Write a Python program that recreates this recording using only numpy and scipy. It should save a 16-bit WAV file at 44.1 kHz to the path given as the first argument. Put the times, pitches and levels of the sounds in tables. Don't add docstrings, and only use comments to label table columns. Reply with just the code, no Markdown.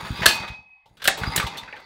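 import sys
import numpy as np
from scipy import signal
from scipy.fft import rfft, irfft
from scipy.io import wavfile
from scipy.ndimage import uniform_filter1d

SR = 44100
rng = np.random.default_rng(int(sys.argv[2]) if len(sys.argv) > 2 else 0)


def master_out(mix):
    frames = np.transpose(np.atleast_2d(mix))
    ceiling = np.clip(frames, -1, 1)
    pcm = np.round(ceiling * 32767).astype(np.int16)
    wavfile.write(sys.argv[1], SR, pcm)


N = 81585
EDIT_S = .856


def amp(db):
    return 10 ** (np.asarray(db) / 20)


def evened(x):
    return x / np.sqrt(np.mean(x ** 2) + 1e-20)


def read(points, hz):
    f, value = np.transpose(points)
    return np.interp(np.log(hz + 1), np.log(f + 1), value)


def add(mix, s, sound):
    part = mix[round(s * SR):][:len(sound)]
    part += sound[:len(part)]


def coloured(x, points):
    hz = np.fft.rfftfreq(len(x), 1 / SR)
    return irfft(rfft(x) * amp(read(points, hz)), len(x))


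def resonate(x, hz, width_hz):
    turn = np.exp(2j * np.pi * np.cumsum(hz * np.ones(len(x))) / SR)
    r = np.exp(-np.pi * width_hz / SR)
    smooth = signal.lfilter([1 - r], [1, -r], x / turn)
    return 2 * (turn * smooth).real


def resonate_twice(x, hz, width_hz):
    return resonate(resonate(x, hz, width_hz), hz, width_hz)


def slow_noise(length, size):
    return evened(uniform_filter1d(uniform_filter1d(rng.standard_normal(length), size), size))


def curve(table, column=1):
    quiet = np.full((2, len(table[0][0])), -100.)
    quiet[:, 0] = .8, EDIT_S - .002
    rows = np.vstack([table[0], quiet, table[1]])
    return amp(np.interp(np.arange(N) / SR, rows[:, 0], rows[:, column]))


def wavering(drive, peaks, blur):
    waver_db, waver_s = 2.5, .025
    total = np.zeros(N)
    for hz, width, db in peaks:
        sway = slow_noise(N, round(waver_s * SR))
        band = resonate(resonate(drive, hz, blur * width), hz, 2 * blur * width)
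        total += amp(db + waver_db * sway) * evened(band) * np.sqrt(width)
    return evened(total)


# (time [s], casing level [dB], hiss level [dB])
RATTLE = [
    [(0.0, -38, -54), (0.134, -41, -56.5), (0.28, -25.5, -51), (0.344, -34.5, -42.5), (0.4, -35.5, -57.5),
     (0.54, -49, -80.5), (0.6, -66, -92)],
    [(0.86, -74, -82), (1.046, -68, -80.5), (1.192, -36, -62), (1.28, -35, -54), (1.418, -33, -57),
     (1.62, -46, -76), (1.71, -48, -98), (1.85, -53, -81)],
]
# (frequency [Hz], width before blur [Hz], relative level per bandwidth [dB])
CASING = [(600, 460, -3), (903, 222, 7.5), (1152, 200, 3), (1430, 310, -1), (2060, 210, 5.5),
          (2480, 170, 3.5), (3490, 590, -1.5), (3856, 290, -12), (4450, 260, -3.5), (6100, 140, -23)]
# (frequency [Hz], width before blur [Hz], relative level per bandwidth [dB])
HISS = [(6830, 54, 4), (8700, 120, 0), (9900, 120, 2.5), (12300, 37, 2.5), (15200, 200, -5.5),
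        (14510, 76, -9)]


def rattle():
    ticks_per_s, tick_spread_db, hiss_swing_db = 1200, 1.5, 4.0
    strength = amp(tick_spread_db * np.minimum(rng.exponential(1, N), 4))
    ticks = strength * (rng.random(N) < ticks_per_s / SR)
    casing = wavering(ticks * rng.choice([-1, 1], N), CASING, blur=1.066)
    density = evened(uniform_filter1d(ticks - ticks.mean(), 200))
    hiss_drive = rng.standard_normal(N) * amp(hiss_swing_db * np.minimum(density, 2))
    hiss = wavering(hiss_drive, HISS, blur=7.0)
    return curve(RATTLE) * casing + curve(RATTLE, column=2) * hiss


# (time [s], level [dB])
RUMBLE = [
    [(0.0, -48), (0.29, -43), (0.422, -48.5), (0.624, -77), (0.7, -91)],
    [(0.86, -76), (1.28, -40), (1.32, -41.5), (1.678, -58.5), (1.85, -81)],
]
# (frequency [Hz], relative level [dB])
RUMBLE_TONE = [(25, -17.5), (60, -0.5), (110, -4), (200, 2), (350, -12.5), (550, -15.5), (900, -38.5),
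               (20000, -101)]


def rumble():
    return curve(RUMBLE) * evened(coloured(rng.standard_normal(N), RUMBLE_TONE))


# (frequency [Hz], relative level [dB])
AIR = [
    [(25, -7.5), (100, -11), (180, -31.5), (520, -42), (780, -7), (1100, -13), (1500, -33), (2100, -10),
     (2800, -26.5), (3500, -27.5), (4600, -33.5), (6000, -45.5), (13000, -100)],
    [(15, -39), (25, -2.5), (97, -3), (203, -7.5), (517, -12.5), (645, -12), (889, -15.5), (1080, -51),
     (9000, -46), (11700, -74), (19800, -120)],
]
AIR_DB = (-68, -64)


def background_air(pull):
    return amp(AIR_DB[pull]) * evened(coloured(rng.standard_normal(N), AIR[pull]))


# (centre time [s], level before rebound [dB], sign [+1 intake, -1 exhaust], half-width to 1/e [ms])
PUFFS = [(0.03, -30, 1, 0.97), (.107, -17.5, -1, 1.36), (0.194, -24, 1, 0.57), (0.216, -22.5, 1, 1.35),
         (0.27, -23.5, -1, 2), (0.404, -33, 1, 1.4), (0.503, -28, -1, 1.86), (0.591, -45.5, -1, 1.2),
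         (0.911, -48, 1, 2.5), (1.218, -22.5, 1, 1.84), (1.276, -16.5, -1, 1.24), (1.36, -21, 1, 0.35),
         (1.379, -21, 1, 1.06), (1.443, -21, -1, 1.8), (1.531, -48, 1, 1.1), (1.629, -39.5, -1, 1.3)]
REBOUND_MS = {1: 3.8, -1: 5.3}
REBOUND_DB = {1: -2.0, -1: -3.5}
REBOUND_WIDER = {1: 1.2, -1: 1.4}


def puffs():
    lead_ms, pipe_ms, pipe_db = 8, 17.0, -7.0
    hum_hz, hum_width_hz, hum_gain = 173, 27, 4 * amp(-12)
    out = np.zeros(N)
    ms = np.arange(-lead_ms, 60, 1000 / SR)
    for s, db, sign, width in PUFFS:
        back_width = width * REBOUND_WIDER[sign]
        back = amp(REBOUND_DB[sign]) * np.exp(-((ms - REBOUND_MS[sign]) / back_width) ** 2)
        push = sign * amp(db) * (np.exp(-(ms / width) ** 2) - back)
        start = s - lead_ms / 1000
        add(out, start, push)
        add(out, start + pipe_ms / 1000, amp(pipe_db) * push)
    return out + hum_gain * resonate(out, hum_hz, hum_width_hz)


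# (time [s], peak level [dB], body frequency [Hz], edge level re body [dB], sizzle level re body [dB],
# thud level re body [dB], rise constant [ms, at least 0.2], fall constant [ms, at least 1],
# first-stage body width [share of body frequency])
CLACKS = [(0.048, -26.5, 1274, -8, -35, -15.5, 3.47, 36, 0.87),
          (0.167, -28.5, 2160, -23, -13, -14, 4.1, 13, 0.98),
          (0.219, -17.5, 1630, -12, -40, -15.5, 1, 9, 0.66),
          (0.231, -14, 1884, -9, -37, -11, 1.5, 9.4, 0.93),
          (0.258, 2, 1590, -7.5, -6.5, -10.5, 0.14, 5.2, 0.17),
          (0.262, 8, 1705, 8, 2, -35, 1.23, 2.4, 0.05), (0.28, -11.5, 2730, 0, -3, -24, 2.7, 25, 0.31),
          (0.431, -26, 1195, -35, -46, -18.5, 2.9, 20.5, 0.94),
          (0.477, -28.5, 2070, 2, -16, -22, 3.6, 9.9, 0.38), (0.857, -44, 878, -6, -22, -9, 1.5, 15, 0.13),
          (0.97, -43, 1450, 3.5, -8, -14, 0.8, 16, 0.35), (0.997, -37.5, 1570, -5, -26, -17, 9, 11.4, 0.76),
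          (1.018, -25, 1602, -1, -15, -19, 5.1, 9.8, 0.57), (1.041, -19, 1560, 5, 6.5, -28, 1, 14, 0.25),
          (1.054, -11.5, 1570, -6.5, -18, -14.5, 1, 5.6, 0.097),
          (1.075, 0, 1840, 8.5, 8, -3, 1.3, 4.5, 0.14), (1.08, 0, 1574, -13, -10, -9, 0.42, 5.9, 0.72),
          (1.172, -24.5, 914, 0, -3, -1, 5, 20, 0.62), (1.234, -16.5, 1490, -16, -42, -30, 0.63, 8, 1),
          (1.361, -5.5, 1700, 6, 12, -32.5, 0.73, 5.2, 0.89),
          (1.376, -11.5, 1840, 2, -4, -10, 3.5, 7.1, 0.6),
          (1.399, -9.5, 1516, -9, -14.5, -6.5, 0.65, 5.6, 0.53),
          (1.426, -19.5, 1155, -14, -17, -12, 2, 9.7, 0.18), (1.465, -21, 780, 12, -1, -26, 4.8, 9.7, 0.47),
          (1.553, -31.5, 2060, -21, -35, -35, 2.1, 8.9, 0.48),
          (1.569, -25.5, 938, 8.5, 1.5, -29, 19, 10.3, 0.85),
          (1.632, -31, 1764, -6, -48, -20, 1, 5.6, 0.51),
          (1.677, -33.5, 1490, -35, -48, -23, 0.5, 11.5, 0.29),
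          (1.726, -25.5, 2300, -44, -60, -14.5, 1.3, 2.7, 0.15),
          (1.758, -33.5, 1568, -8.5, -27, -5, 3.2, 20, 0.48),
          (1.797, -42, 970, -10.5, -16, -20, 4.5, 7.1, 0.65)]
# (frequency [Hz], relative level [dB])
SIZZLE = [(3240, -10), (6000, -7), (7540, -4), (8160, 0.5), (8830, -3.5), (12900, -5), (15700, -6)]


def clacks():
    edge_hz, edge_width_hz = 3280, 1990
    thud_hz, thud_width_hz = 503, 380
    out = np.zeros(N)
    ms = np.arange(0, 80, 1000 / SR)
    for s, db, hz, edge_db, sizzle_db, thud_db, rise, fall, spread in CLACKS:
        noise = rng.standard_normal((4, len(ms)))
        shape = (1 - np.exp(-ms / max(rise, .2))) * np.exp(-ms / max(fall, 1))
        body = resonate(resonate(noise[0], hz, spread * hz), hz, 2 * spread * hz)
        body = resonate(body, hz, 2 * hz)
        body = evened(body) + 0.93 * np.sin(2 * np.pi * hz * ms / 1000)
        edge = resonate_twice(noise[1], edge_hz, edge_width_hz)
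        sizzle = coloured(noise[2], SIZZLE)
        thud = resonate_twice(noise[3], thud_hz, thud_width_hz)
        mix = None
        mix = evened(body) + amp(edge_db) * evened(edge) + amp(thud_db) * evened(thud)
        burst = shape * (mix + amp(sizzle_db) * evened(sizzle))
        add(out, s, amp(db) * burst / abs(burst).max())
    return out


# (start [s], end [s], first frequency [Hz], last frequency [Hz],
# level before fading [dB], width of each filter stage [Hz])
SQUEALS = [(.145, .25, 4750, 5300, -47, 160), (1.258, 1.3, 4780, 4880, -38, 60),
           (1.3, 1.36, 4900, 5050, -46, 170)]


def squeals():
    out = np.zeros(N)
    for start, end, from_hz, to_hz, db, width_hz in SQUEALS:
        u = np.linspace(0, 1, round((end - start) * SR))
        hz = from_hz + (to_hz - from_hz) * u
        tone = resonate_twice(rng.standard_normal(N)[:len(u)], hz, width_hz)
        add(out, start, amp(db) * evened(tone) * np.sin(np.pi * u) ** 0.24)
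    return out


# (time [s], frequency [Hz], level of the pure tone [dB], fall constant [ms])
PINGS = [(0.233, 945, -23.5, 21), (.258, 1609, -9, 4.3), (1.361, 7000, -19, 2.7), (1.376, 3950, -23, 3.1),
         (1.401, 2210, -17, 5.3), (1.574, 4260, -34.5, 12), (1.578, 6140, -39.5, 6),
         (1.583, 3600, -36, 17.5), (1.676, 2500, -42.5, 20), (1.728, 1800, -34, 12), (1.734, 850, -40, 17)]


def pings():
    rise_ms, width_hz, roughness = 1.9, 200, .7
    out = np.zeros(N)
    ms = np.arange(0, 100, 1000 / SR)
    for s, hz, db, fall in PINGS:
        rough = evened(resonate_twice(rng.standard_normal(len(ms)), hz, width_hz))
        note = np.sin(2 * np.pi * hz * ms / 1000) + roughness * rough
        shape = (1 - np.exp(-(ms / rise_ms) ** 2)) * np.exp(-ms / max(fall, 1))
        add(out, s, amp(db) * note * shape / shape.max())
    return out


# (time [s], level [dB])
BLOWS = [(0.258, -26.5)]
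# (frequency [Hz], level re blow [dB], time to decay 60 dB [s])
FRAME = [(791, -17.5, 0.88), (927.5, -18.5, 0.72), (1168, -21.5, 0.48), (2198, -3, 0.25),
         (3263, -15.5, 0.097), (3430, -27, 0.94), (4575, -5, 0.55), (4480, -8, 0.35), (5400, -14.5, 0.1),
         (6190, -10, 0.4), (6860, -19, 0.17)]


def frame(shot):
    flutter_db, rise_s = 3.5, 0.0029
    settle, settle_s = .022, .12
    strikes = np.zeros(N)
    for s, db in BLOWS:
        add(strikes, s, amp([db]))
    t = np.arange(SR) / SR
    creep = t - settle * settle_s * (1 - np.exp(-t / settle_s))
    flutters = [slow_noise(SR, 160) for _ in FRAME]
    ring = np.zeros(SR)
    for (hz, db, t60), flutter in zip(FRAME, flutters):
        level = amp(db - 60 * t / t60 + flutter_db * flutter)
        ring += level * np.sin(2 * np.pi * (hz * creep + rng.random()))
    return signal.fftconvolve(shot * strikes, ring * np.minimum(t / rise_s, 1))[:N]


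# (time [s], frequency [Hz], RMS level before wobble [dB])
SINGING = [(0.27, 2510, -36), (0.3, 2508, -29), (0.34, 2513, -32), (0.44, 2520, -42), (0.55, 2533, -41),
           (0.6, 2542, -48), (0.636, 2546, -58), (0.72, 2543, -50), (0.85, 2546, -66)]


def singing():
    wobble_db = 2
    s, hz, db = np.transpose(SINGING)
    t = np.arange(N) / SR
    level = amp(np.interp(t, s, db, left=-120) + wobble_db * slow_noise(N, 300))
    phase = 2 * np.pi * np.cumsum(np.interp(t, s, hz)) / SR
    return np.sqrt(2) * level * np.sin(phase)


# (frequency [Hz], time to decay 60 dB [s])
SHOP = [(100, 0.54), (400, 0.32), (900, 0.41), (1500, 0.21), (3000, 0.23), (6000, 0.34), (12000, 0.082)]


def shop(x):
    shop_db = -9.0
    taps = np.zeros(SR)
    at = np.arange(300, SR - 20, 20)
    taps[at + rng.integers(0, 20, len(at))] = rng.choice([-1., 1.], len(at))
    hz, t, bands = signal.stft(taps, SR, nperseg=256)
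    decay = amp(-60 * t / read(SHOP, hz)[:, None])
    tail = signal.istft(bands * decay, SR, nperseg=256)[1]
    return x + amp(shop_db) * signal.fftconvolve(x, tail / np.linalg.norm(tail))[:N]


def scene():
    first = np.arange(N) < EDIT_S * SR
    far = clacks() + rattle() + rumble() + squeals()
    close = puffs() + pings() + first * singing()
    out = np.zeros(N)
    for pull, shot in enumerate((first, ~first)):
        room = shop(shot * far + frame(shot))
        out += shot * (room + close + background_air(pull))
    return out[None]


def record(dry):
    top_hz = 15840
    full = signal.lfilter(*signal.butter(2, 32, "high", fs=SR), dry)
    full = np.clip(full, -.97, .97)
    band_limit = signal.firwin(511, top_hz, window=("kaiser", 9), fs=SR)
    return signal.oaconvolve(full, band_limit[None], "same")


dry = scene()
out = record(dry)
master_out(out)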